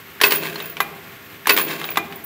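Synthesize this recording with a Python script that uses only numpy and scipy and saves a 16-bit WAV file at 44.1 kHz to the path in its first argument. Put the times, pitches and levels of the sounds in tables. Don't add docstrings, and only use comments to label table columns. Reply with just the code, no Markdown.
import sys
import numpy as np
from scipy import signal
from scipy.fft import rfft, irfft
from scipy.io import wavfile
from scipy.ndimage import uniform_filter1d

SR = 44100
rng = np.random.default_rng(int(sys.argv[2]) if len(sys.argv) > 2 else 0)


def waveform_to_disk(signal):
    frames = np.transpose(np.atleast_2d(signal))
    scaled = np.clip(frames, -1, 1) * 32767
    samples = np.round(scaled).astype(np.int16)
    wavfile.write(sys.argv[1], SR, samples)


N = 99225
T = np.arange(N) / SR

# latch tick t/s, clutch bite t/s, level/dB
STROKES = [(0.2025, 0.2133, 0), (1.457, 1.4702, 0)]
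# t/s, level/dB, brightness/(dB per octave), jolt to frame/dB, time to settle/s
CLANKS = [(0.8029, -0.5, -2, -12, 0.034), (1.9714, 1, -3.5, -4.5, 0.014)]
# f/Hz, level/dB
RATTLE_COLOUR = [(50, -62.5), (200, 2.5), (700, -2.5), (2100, 2), (4300, -6.5), (5400, -13.5), (9000, -18),
                 (13000, -10.5)]
# f/Hz, level/dB
KNOCK_COLOUR = [(80, -32), (700, 4), (3000, 1.5), (7000, -18.5)]


def amp(db):
    return 10 ** (np.asarray(db) / 20)


def unit(x):
    return x / np.sqrt(np.sum(x ** 2) + 1e-18)


def fade(t60):
    return np.exp(-np.log(1000) * T / t60)


def rise(seconds):
    return 1 - np.exp(-T / seconds)


def add(out, s, x):
    i = int(np.clip(round(s * SR), 0, N - 1))
    out[i:] += x[:N - i]


def through(x, response):
    return signal.fftconvolve(x, response)[:N]


def colour(x, points, size=2048):
    hz, db = np.array(points).T
    grid = np.maximum(np.fft.rfftfreq(size, 1 / SR), 1)
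    cepstrum = irfft(np.log(amp(np.interp(np.log(grid), np.log(hz), db))))
    cepstrum[1:size // 2] *= 2
    cepstrum[size // 2 + 1:] = 0
    return through(x, irfft(np.exp(rfft(cepstrum))))


def boost(points, hz, db, octaves=0.74):
    return [(f, level + db * np.exp(-(np.log2(f / hz) / octaves) ** 2)) for f, level in points]


def tilt(points, db_per_octave):
    return [(hz, level + db_per_octave * np.log2(hz)) for hz, level in points]


def burst(t60):
    return unit(rng.standard_normal(N) * fade(t60))


def ring(modes):
    return sum(amp(db) * fade(t60) * np.sin(2 * np.pi * hz * T) * rng.choice([-1, 1])
               for hz, db, t60 in modes)


def contacts(per_s, spread_db):
    strength = amp(spread_db * np.clip(rng.standard_normal(N), -2, 2)) * rng.choice([-1, 1], N)
    return unit(strength * (rng.random(N) < per_s / SR)) * np.sqrt(N)


def waver(size):
    return unit(uniform_filter1d(uniform_filter1d(rng.standard_normal(N), size), size)) * np.sqrt(N)


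def blows():
    # t/s, level/dB, crack compared with body/dB, contact f/Hz
    hits = [(.2133, 16.5, 1, 3740), (0.2356, 17, 4, 3420), (0.2396, 15, 0.5, 1300), (0.251, 7.5, -6, 2400),
            (0.3073, 10.5, -4, 3580), (0.3204, 13, 1.5, 3100), (1.4701, 14.5, 0.5, 790),
            (1.4931, 15.5, 0, 3600), (1.4956, 16.5, 6, 2980), (1.504, 13, 5, 1200), (1.5648, 9.5, 2, 2000),
            (1.5751, 11.5, 5.5, 2340), (1.584, 7.5, 4, 950)]
    # f/Hz, level/dB
    tone = [(40, -42.5), (250, -9.5), (420, -0.5), (720, -7.5), (1050, 2.5), (1300, -3.5), (1900, 1),
            (3200, -3.5), (4600, -7), (6000, -14), (9000, -16), (13000, -10.5), (16000, -8.5)]
    # f/Hz, level/dB, fade time/s
    ram_modes = [(1058, -23, .14), (1468, -22.5, 0.28), (1977, -24.5, 0.29), (2580, -8, 0.095),
                 (2601, -10, 0.11), (4540, -9, 0.034)]
    out = np.zeros(N)
    onset, punch_delay_s = rise(0.00052), 0.0255
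    for s, db, crack_db, hz in hits:
        crack = unit(colour(burst(t60=0.022) * onset, boost(tone, hz, db=5)))
        body = unit(colour(burst(t60=0.16) * onset, tone))
        add(out, s, amp(db) * unit(body + amp(crack_db) * crack))
    for _, bite, level in STROKES:
        add(out, bite + punch_delay_s, amp(level) * ring(ram_modes) * onset)
    return out


def frame():
    # f/Hz, level/dB, fade time/s, build-up/s
    modes = [(160.4, -33.5, 1.47, 0.1), (185.6, -34.5, 0.83, 0.07), (214, -36.5, 0.98, 0.075),
             (329.3, -26, 0.96, 0.078), (362.6, -29, 0.37, 0.011), (394.4, -30.5, 0.93, 0.012),
             (429.2, -31, 0.54, 0.0063), (682, -39.5, 3.4, 0.037)]

    def boom(hz, db, t60, build_s):
        swell = 1 - np.exp(-(T / build_s) ** 2)
        return ring([(hz, db, t60)]) * swell * (1 + 0.6 * waver(size=1200))

    out = np.zeros(N)
    for hz, db, t60, build_s in modes:
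        for _, bite, level in STROKES:
            add(out, bite, boom(hz, db + level, t60, build_s))
        for s, _, _, jolt_db, _ in CLANKS:
            add(out, s, boom(hz, db + jolt_db, t60, build_s=0.0037) * fade(0.49))
    return out


def pedal():
    # f/Hz, level/dB, fade time/s
    lever_modes = [(794, -25, 0.097), (1035, -19.5, 0.062), (1192, -16, .05), (1597, -19, 0.071),
                   (2022, -12.5, .055), (2420, -20, 0.2)]
    # f/Hz, level/dB, fade time/s
    free_modes = [(2418, -17.5, 0.28), (11300, -26.5, .2), (14900, -27, .2)]
    # f/Hz, level/dB
    tone = [(100, -38.5), (600, -13), (1100, -1), (2500, -7), (3700, -4.5), (5000, -14.5), (7000, -9.5),
            (9000, -18), (14000, -8.5)]
    out = np.zeros(N)
    for tick, _, _ in STROKES:
        ping = ring([(1690, -9, 0.01)]) * rise(0.0009)
        click = amp(-6.5) * unit(colour(burst(t60=0.055), KNOCK_COLOUR))
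        add(out, tick, ping + click)
    for s, db, brightness, _, settle_s in CLANKS:
        snap = amp(12) * unit(colour(burst(t60=0.028), tilt(tone, brightness)))
        tail = amp(5) * unit(colour(burst(t60=0.15), tilt(tone, brightness - 2)))
        damping = np.exp(-np.log(1000) * np.maximum(T - settle_s, 0) / 0.043)
        notes = ring(free_modes) * damping + ring(lever_modes)
        buzz = 1 + 0.25 * waver(size=120)
        add(out, s, amp(db) * (snap + tail + notes * buzz) * rise(0.0008))
    return out


def linkage():
    # t/s after the clutch bites, level/dB
    rattle_curve = [(.03, -18.5), (.09, -39.5), (.125, -21), (.185, -35), (.24, -27), (.3, -33),
                    (.38, -33.5), (.5, -42.5)]
    # t/s, level/dB, ring f/Hz, ring level/dB
    knocks = [(.5574, -5, 4210, -4), (.6021, -2.5, 3760, -6.5), (.7687, -2.5, 2340, -5),
              (1.8143, -1.5, 2090, -7.5), (1.8418, 0, 3810, -5.5), (1.8886, -4, 2400, -3),
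              (1.914, -7, 2430, -12), (1.9577, -2, 2480, -9), (2.1243, -7.5, 2930, -13)]
    hits = contacts(per_s=800, spread_db=3.5) * each_stroke(rattle_curve)
    rattle = through(hits, unit(colour(burst(t60=0.019), RATTLE_COLOUR)))
    taps, pings = np.zeros(N), np.zeros(N)
    for s, db, hz, ring_db in knocks:
        add(taps, s, amp(db) * unit(burst(t60=0.028) + burst(t60=0.11)))
        ping = through(burst(t60=0.014), ring([(hz, 0, 0.03)]))
        add(pings, s, amp(ring_db) * unit(ping))
    knock_response = unit(colour(signal.unit_impulse(N), KNOCK_COLOUR))
    return rattle + pings + through(taps, knock_response)


def each_stroke(curve):
    s, db = np.array(curve).T
    return sum(amp(level + np.interp(T - bite, s, db, left=-200, right=-200))
               for _, bite, level in STROKES)


def eyelets(count=9, middle_hz=15150, spread_hz=340):
    # t/s after the clutch bites, level/dB
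    shake_curve = [(0, -28), (.018, -43), (.027, -22), (.055, -17), (.088, -26.5), (.105, -18.5),
                   (.16, -23.5), (.21, -39), (.36, -60), (.5, -58)]
    # t/s, level/dB
    clinks = [(.621, -4), (0.656, -1), (.697, -2), (1.85, 1), (1.903, 4.5), (2.157, -6.5), (2.239, -2)]
    # f/Hz, level/dB, fade time/s
    low_modes = [(9950, -11, 0.024), (13200, -10, .012), (13900, -5, 0.0043)]
    force = contacts(per_s=3200, spread_db=3.7) * each_stroke(shake_curve)
    for s, db in clinks:
        add(force, s, amp(db) * unit(burst(t60=0.012) + burst(t60=0.17)))
    detune = np.linspace(-1, 1, count) + rng.uniform(-1.4, 1, count) / count
    high_modes = [(hz, 0, 0.026) for hz in middle_hz + spread_hz * detune]
    return through(force, unit(ring(high_modes + low_modes)))


def chute(hz=10820, width_hz=160, decay_s=0.0039):
    out = np.zeros(N)
    resonance = signal.iirpeak(hz, hz / width_hz, SR)
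    for _, bite, level in STROKES:
        for delay_s in (0.003, 0.145):
            scrape = burst(decay_s * np.log(1000))
            add(out, bite + delay_s, amp(level + 1) * unit(signal.lfilter(*resonance, scrape)))
    return out


def slide():
    # middle t/s, length/s, level/dB, f/Hz
    scrapes = [(0.456, 0.038, -30.5, 4000), (1.699, 0.027, -26, 4300), (1.734, .016, -31.5, 4400)]
    out = np.zeros(N)
    for s, length, db, hz in scrapes:
        catches = contacts(per_s=1300, spread_db=4.6) * np.exp(-2 * ((T - s) / length) ** 2)
        response = unit(colour(burst(t60=0.008), boost(RATTLE_COLOUR, hz, db=10)))
        out += amp(db) * through(catches, response)
    return out


def echo(sound):
    # f/Hz, level/dB
    tone = [(60, 7.5), (300, 11), (700, 4.5), (1000, -5.5), (15000, -10.5)]
    room = unit(colour(burst(t60=1) * rise(0.018), tone))
    return amp(-15) * through(sound, room)


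def workshop(whirr_db=-40, flutter_db=1):
    # f/Hz, rms level/dB
    motor_notes = [(100, -59), (399, -55), (1098, -57.5), (1400, -58)]
    # f/Hz, level/dB
    tone = [(25, -39), (60, -5.5), (200, 0), (700, -11), (2100, -3.5), (5500, -20), (11500, -24.5),
            (12500, -11), (14400, -15)]
    hum = sum(amp(db) * np.sqrt(2) * np.sin(2 * np.pi * (hz * T + rng.random()))
              for hz, db in motor_notes)
    gain = amp(whirr_db + flutter_db * waver(size=600))
    whirr = unit(colour(rng.standard_normal(N), tone)) * np.sqrt(N)
    return hum + gain * whirr


def scene():
    press = blows() + frame() + linkage() + slide() + eyelets() + chute() + pedal()
    return (press + echo(press) + workshop())[None]


def record(dry):
    bass_cut = signal.butter(2, 70, "high", fs=SR, output="sos")
    treble_cut = signal.ellip(10, 0.2, 70, 15600, fs=SR, output="sos")
    clipped = np.clip(dry, -1, 1)
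    return signal.sosfilt(treble_cut, signal.sosfilt(bass_cut, clipped))


dry = scene()
out = record(dry)
waveform_to_disk(out)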